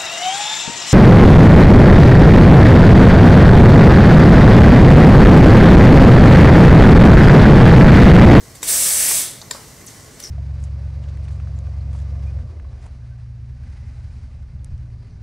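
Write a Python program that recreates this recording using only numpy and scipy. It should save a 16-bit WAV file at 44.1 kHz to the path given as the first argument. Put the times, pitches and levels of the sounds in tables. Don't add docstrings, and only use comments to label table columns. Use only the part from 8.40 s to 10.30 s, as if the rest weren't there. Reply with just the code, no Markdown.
import sys
import numpy as np
from scipy import signal
from scipy.fft import rfft, irfft
from scipy.io import wavfile

SR = 44100
rng = np.random.default_rng(int(sys.argv[2]) if len(sys.argv) > 2 else 0)


def voltage_ratio(decibels):
    exponent = np.asarray(decibels, float) / 20
    return 10 ** exponent


def pcm_store(signal):
    levels = np.round(np.clip(np.atleast_2d(signal), -1, 1) * 32767)
    wavfile.write(sys.argv[1], SR, levels.astype(np.int16).T)


N = 83790

# [t/s, level/dB]
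FLOW = [
    (.2285, -60),
    (.231, -25),
    (.262, -27),
    (.292, -16),
    (.43, -16.5),
    (.58, -16.5),
    (.71, -16),
    (.8, -17.5),
    (1.0, -47.5),
]
# [f/Hz, density/dB]
JET_COLOUR = [(15, -49), (25, -14.5), (256, -18.5), (516, -15), (695, -17), (1740, -16), (3520, -12.5),
              (9840, 0), (16000, -12.5)]
# [f/Hz, width/Hz, level/dB]
MOUTH_MODES = [(1940, 830, 5), (4500, 460, 1), (6200, 600, 0.5), (6911, 259.8, -2), (7800, 1300, 3),
               (9800, 450, 2), (10340, 170, -5), (11207, 540, 1), (10800, 1100, -0.5), (12070, 870, -5.5),
               (12900, 489, 1)]
# [f/Hz, level/dB]
JET_SIDE = [(25, -13), (300, -14), (900, -17), (2500, -17), (5000, -13), (8000, -11), (9800, -15),
            (11500, -28)]
# [f/Hz, level/dB]
LEAN = [(60, -.5), (600, -.3), (2000, 0), (5000, -1.1), (8500, -.3), (10000, 0), (16000, 0)]
# [t/s, rise/s, fall t60/s, level/dB, f/Hz]
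NOISE_SWELLS = [(0.456, 0.26, 0.21, -33.5, 1960), (0.257, 0.021, 0.91, -33, 4140), (0.7, 0.1, 0.7, -35, 3800),
                (1.15, 0.0038, 0.44, -44, 970), (1.65, 0.14, 0.55, -56, 1950), (1.0152, .0005, .04, -34, 4400),
                (1.0152, .0005, .04, -36, 6600), (1.15, .001, .05, -40, 4500), (1.118, .002, .3, -40, 4800),
                (1.476, .006, .07, -44, 5700), (1.826, .018, .3, -41, 5500)]
# [t/s, rise/s, fall t60/s, level/dB]
PUFFS = [
    (.145, 0.01021, 0.14, -40.5),
    (0.217, 0.0051, 0.0803, -39.5),
    (1.11, 0.001932, 1, -40.5),
    (1.465, 0.01275, 1, -45),
    (1.794, 0.0061, 0.14, -39.5),
    (1.82, 0.022, 0.4353, -42.5),
]
# [f/Hz, density/dB]
LEAK_COLOUR = [(500, -21), (1500, -5), (3000, -8), (5000, -4), (8500, -2.5), (11000, -7.5), (15000, -15)]
# [t/s, level/dB, rattle length/s]
OPEN = [
    (.229, -18, .003),
]
# [f/Hz, level/dB, t60/s]
OPEN_MODES = [(2050, -8, .02), (2450, -13, 0.017), (3730, -6, 0.027), (6000, -3, 0.014), (7200, 4, 0.0086),
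              (8820, -1.5, 0.021)]
# [t/s, level/dB, rattle length/s]
CLOSE = [
    (1.1082, -31, .002),
    (1.1108, -16.5, .0015),
    (1.1132, -19, .0018),
    (1.116, -31, 0.006),
]
# [f/Hz, level/dB, t60/s]
CLOSE_MODES = [(600, -11, .025), (1000, -9, 0.025), (1580, -20, 0.02), (1850, -13, 0.025),
               (2400, -10, 0.012), (3500, -4, 0.0045), (4200, -1, 0.005), (4970, -7, 0.012),
               (7200, 3, 0.0046), (7800, -4, 0.006), (9400, -12, .006), (10640, -13, 0.006),
               (12200, -22, 0.0046), (14400, -22, 0.0031)]
# [t/s, level/dB, rattle length/s]
THUMPS = [
    (.2295, -17, .001),
    (.711, -18.5, .001),
    (.715, -19, .001),
]
# [f/Hz, level/dB, t60/s]
THUMP_MODES = [(340.8, -9, 0.025), (479, -5.5, 0.046), (874, 1.5, 0.013), (1033, -9, 0.035),
               (1260, -17, 0.01032)]
# [t/s, level/dB, rattle length/s]
TAPS = [
    (1.025, -27, .001),
    (1.016, -32, .001),
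]
# [f/Hz, level/dB, t60/s]
TAP_MODES = [(870, 0, .03), (1060, -3, .025), (1300, -14, .015)]
# [t/s, level/dB, rattle length/s]
KNOCKS = [
    (1.149, -22, .001),
    (1.152, -27, .001),
    (1.159, -27, .001),
    (1.182, -33, .001),
]
# [f/Hz, level/dB, t60/s]
KNOCK_MODES = [(620, -6, .045), (900, -1, .03), (1090, -2, .028)]
# [t/s, level/dB, rattle length/s]
SNAPS = [
    (1.7985, -37, .001),
    (1.8022, -23, 0.0006),
    (1.8055, -30, 0.0006),
    (1.815, -36, 0.003),
    (1.839, -33, .0006),
]
# [f/Hz, level/dB, t60/s]
SNAP_MODES = [(4500, -3, 0.004), (5600, -2, 0.004), (7500, -1, .003), (9300, 0, 0.003), (10600, -2, .003),
              (13500, -16, .002)]
# [t/s, f/Hz, level/dB]
SQUEAK = [
    (1.463, 11800, -59.5),
    (1.465, 11340, -41),
    (1.4668, 8480, -39),
    (1.470, 6980, -40),
    (1.474, 6440, -39),
    (1.480, 5920, -41),
    (1.484, 6000, -40),
    (1.487, 6700, -45),
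    (1.489, 7200, -72),
]
# [t/s, f/Hz, level/dB]
GURGLE = [
    (1.82, 6100, -64),
    (1.828, 5900, -49),
    (1.839, 5750, -48),
    (1.855, 5500, -47),
    (1.866, 5500, -50),
    (1.874, 5300, -49),
    (1.9, 5300, -57),
]
# [t/s, f/Hz, peak level/dB, width/s]
BUBBLES = [(1.826, 5900, -36, .0007), (1.828, 6100, -31, .0007), (1.8312, 6200, -35, .0008),
           (1.836, 5900, -29, .0006), (1.8394, 5700, -21.5, .0006), (1.8422, 5400, -33, .0005),
           (1.8478, 5600, -29, .0009), (1.8502, 5300, -29, .0006), (1.8525, 5100, -30, .0006),
           (1.856, 5500, -28, .0006), (1.859, 5700, -28, .0007), (1.8615, 5800, -33, .0006),
           (1.8680, 5700, -35, .0006), (1.8705, 5300, -31, .0007), (1.874, 5200, -30, .0009),
           (1.8775, 5700, -35, .0008), (1.889, 5500, -41, .001), (1.894, 5300, -41, .001)]
# [f/Hz, density/dB]
AIR_COLOUR = [(15, -52.5), (25, -14), (64, -2), (242, -5.5), (545, -14), (624, -15), (3430, -28),
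              (5570, -18), (16000, -36)]
# [f/Hz, width/Hz, level/dB]
TUBE_MODES = [(2020, 190, 7.5), (3240, 680, 2.5), (5530, 900, -2), (8500, 1500, 4)]
# [f/Hz, level/dB]
AIR_SIDE = [(25, -28), (100, -22), (300, -13), (1500, -8), (4000, -9), (7800, -11), (8800, -20),
            (9600, -45)]


def jet():
    t, flow = np.arange(N) / SR, in_time(FLOW, 1)
    flow = flow - 119.5 * np.clip(t - FLOW[-1][0], 0, None)
    flow = flow - 200 * (t < FLOW[0][0])
    tilt = 0.12 * np.clip(flow + 17, -30, 0)
    return voltage_ratio(flow) * hiss(JET_COLOUR, MOUTH_MODES, JET_SIDE, patchy_db=0.86, flicker_db=0.12, tilt_db=tilt)


def hiss(spectrum, peaks, side, patchy_db, flicker_db, tilt_db=0):
    hz, t = np.fft.rfftfreq(N, 1 / SR), np.arange(N) / SR
    colour = at_hz(spectrum, hz)
    for f, width, db in peaks:
        colour = colour + db / (1 + (2 * (hz - f) / width) ** 2)
    reflect_t60_s, reflect_db = 0.12, -9
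    echoes = rng.standard_normal(N) * voltage_ratio(-60 * t / reflect_t60_s)
    comb = 1 + voltage_ratio(reflect_db) * rfft(echoes) / np.sqrt(np.sum(echoes ** 2))
    mid, wide = rfft(rng.standard_normal((2, N))) * voltage_ratio(colour)
    mid = mid * comb
    lean = np.tanh(at_hz(LEAN, hz) * np.log(10) / 40)
    pair = np.array([mid, wide * voltage_ratio(at_hz(side, hz)) + mid * lean]) / np.std(irfft(mid, N))
    thirds = 3 * np.log2((hz + 1) / 20)
    together = flicker_db * drift(210)
    out = 0
    for k in range(31):
        band = np.clip(1 - np.abs(thirds - k), 0, 1)
        tilt = tilt_db * max(k / 3 - 26 / 3, -3)
        gain = voltage_ratio(together + patchy_db * drift(15.0) + tilt)
        centre, edge = irfft(pair * band, N) * gain
        out = out + np.array([centre, edge * voltage_ratio(2.5 * drift(0.94))])
    return np.array([out[0] + out[1], out[0] - out[1]])


def noise_swells():
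    out = 0
    for start, rise, t60, db, hz in NOISE_SWELLS:
        octaves = 0.3 * np.sqrt(1850 / hz)
        edges = [hz * 2 ** -octaves, hz * 2 ** octaves]
        bandpass = signal.butter(2, edges, "band", fs=SR, output="sos")
        band = signal.sosfilt(bandpass, rng.standard_normal(N))
        out = out + swell(start, rise, t60, db) * rms_one(band)
    return out


def puffs():
    shape = sum(swell(*puff) for puff in PUFFS)
    return shape * hiss(LEAK_COLOUR, [], AIR_SIDE, patchy_db=1, flicker_db=1)


def valve():
    closing = struck(CLOSE, CLOSE_MODES, 4500)
    return struck(OPEN, OPEN_MODES, 1500) + soften(closing, 1, 11000)


def body_knocks():
    dull = struck(TAPS, TAP_MODES, 1) + struck(THUMPS, THUMP_MODES, 1) + struck(KNOCKS, KNOCK_MODES, 1)
    return soften(dull, 2, 1800)


def droplets():
    return struck(SNAPS, SNAP_MODES, 1200)


def struck(hits, modes, contacts_per_s):
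    t, shape = np.arange(N) / SR, 0
    for start, db, length in hits:
        during = (t >= start) & (t < start + length)
        shape = shape + voltage_ratio(db) * during * (1 - 0.14 * (t - start) / length)
    starts = np.isin(np.arange(N), [int(start * SR) + 1 for start, _, _ in hits])
    contacts = (rng.random(N) < contacts_per_s / SR) | starts
    clicks = shape * contacts * rng.choice([-1, 1], N)
    out = np.zeros(N)
    for hz, db, t60 in modes:
        r, w = voltage_ratio(-60 / (t60 * SR)), 2 * np.pi * hz / SR
        drive = clicks * voltage_ratio(db - 8 + rng.normal(0, 2, N)) + 1e-18
        out += signal.lfilter([.5, 0, -.5], [1, -2 * r * np.cos(w), r * r], drive)
    return out


def squeak():
    level = in_time(SQUEAK, 2)
    phase = 2 * np.pi * np.cumsum(in_time(SQUEAK, 1) * (1 + .06 * drift(900))) / SR
    tone = np.sin(phase) + .4 * np.sin(1.27 * phase)
    return voltage_ratio(level + 2 + 4.0 * drift(800)) * tone * (level > -60)


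def gurgle():
    bubbles_per_s, bubble_s, steady = 500, .0006, .4
    pops = (rng.random(N) < bubbles_per_s / SR) * voltage_ratio(4 * np.minimum(rng.exponential(1, N), 2))
    r = np.exp(-1 / (bubble_s * SR))
    gate = steady + rms_one(signal.lfilter([1], [1, -2 * r, r * r], pops))
    phase = 2 * np.pi * np.cumsum(in_time(GURGLE, 1) * (1 + .035 * drift(700))) / SR
    tone = np.sin(phase) + 0.24 * np.sin(.3 * phase) + 0.061 * np.sin(1.65 * phase)
    return voltage_ratio(in_time(GURGLE, 2)) * gate * tone * (np.arange(N) / SR > GURGLE[0][0])


def bubbles():
    t, out = np.arange(N) / SR, 0
    for centre, hz, db, width in BUBBLES:
        envelope = np.exp(-.5 * ((t - centre) / width) ** 2)
        out = out + voltage_ratio(db) * envelope * np.sin(2 * np.pi * hz * t)
    return out


def room(x):
    t60_s, level_db, first_echo_s = .25, -15, .004
    t = np.arange(int(.5 * SR)) / SR
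    noise = soften(rng.standard_normal((2, len(t))), 1, 5200)
    mid, side = noise * voltage_ratio(-60 * t / t60_s) * (t > first_echo_s)
    tails = np.array([mid + .6 * side, mid - .6 * side]) / np.sqrt(np.sum(mid ** 2))
    return voltage_ratio(level_db) * signal.fftconvolve(x[None], tails, axes=1)[:, :N]


def suction_and_ventilation():
    return voltage_ratio(-42.5) * hiss(AIR_COLOUR, TUBE_MODES, AIR_SIDE, patchy_db=.7, flicker_db=.9)


def swell(start, rise, t60, db):
    t = np.arange(N) / SR
    decay_db = 60 * np.clip(t - start - rise, 0, None) / t60
    return voltage_ratio(db - decay_db) * np.clip((t - start) / rise, 0, 1)


def soften(x, order, hz):
    return signal.lfilter(*signal.butter(order, hz, fs=SR), x)


def drift(rate):
    r = np.exp(-2 * np.pi * rate / SR)
    slow = signal.lfilter([1], [1, -2 * r, r * r], rng.standard_normal(N + SR))[SR:]
    return rms_one(slow - slow.mean())


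def rms_one(x):
    return x / np.sqrt(np.mean(x ** 2) + 1e-20)


def in_time(rows, column):
    rows = np.array(rows)
    return np.interp(np.arange(N) / SR, rows[:, 0], rows[:, column])


def at_hz(points, hz):
    points = np.array(points)
    return np.interp(np.log(hz + 1), np.log(points[:, 0]), points[:, 1])


def scene():
    small = valve() + body_knocks() + droplets() + squeak() + gurgle() + bubbles()
    lean = voltage_ratio(2.5 * np.array([[.5], [-.5]]))
    return jet() + noise_swells() + puffs() + small * lean + room(small) + suction_and_ventilation()


def roll_off(x):
    return signal.sosfilt(signal.butter(12, 16670, fs=SR, output="sos"), x)


def record(dry):
    lowpass = signal.ellip(12, .5, 70, 15700, fs=SR, output="sos")
    mix = signal.sosfilt(lowpass, dry)
    return roll_off(mix)


dry = scene()
out = record(dry)
pcm_store(out)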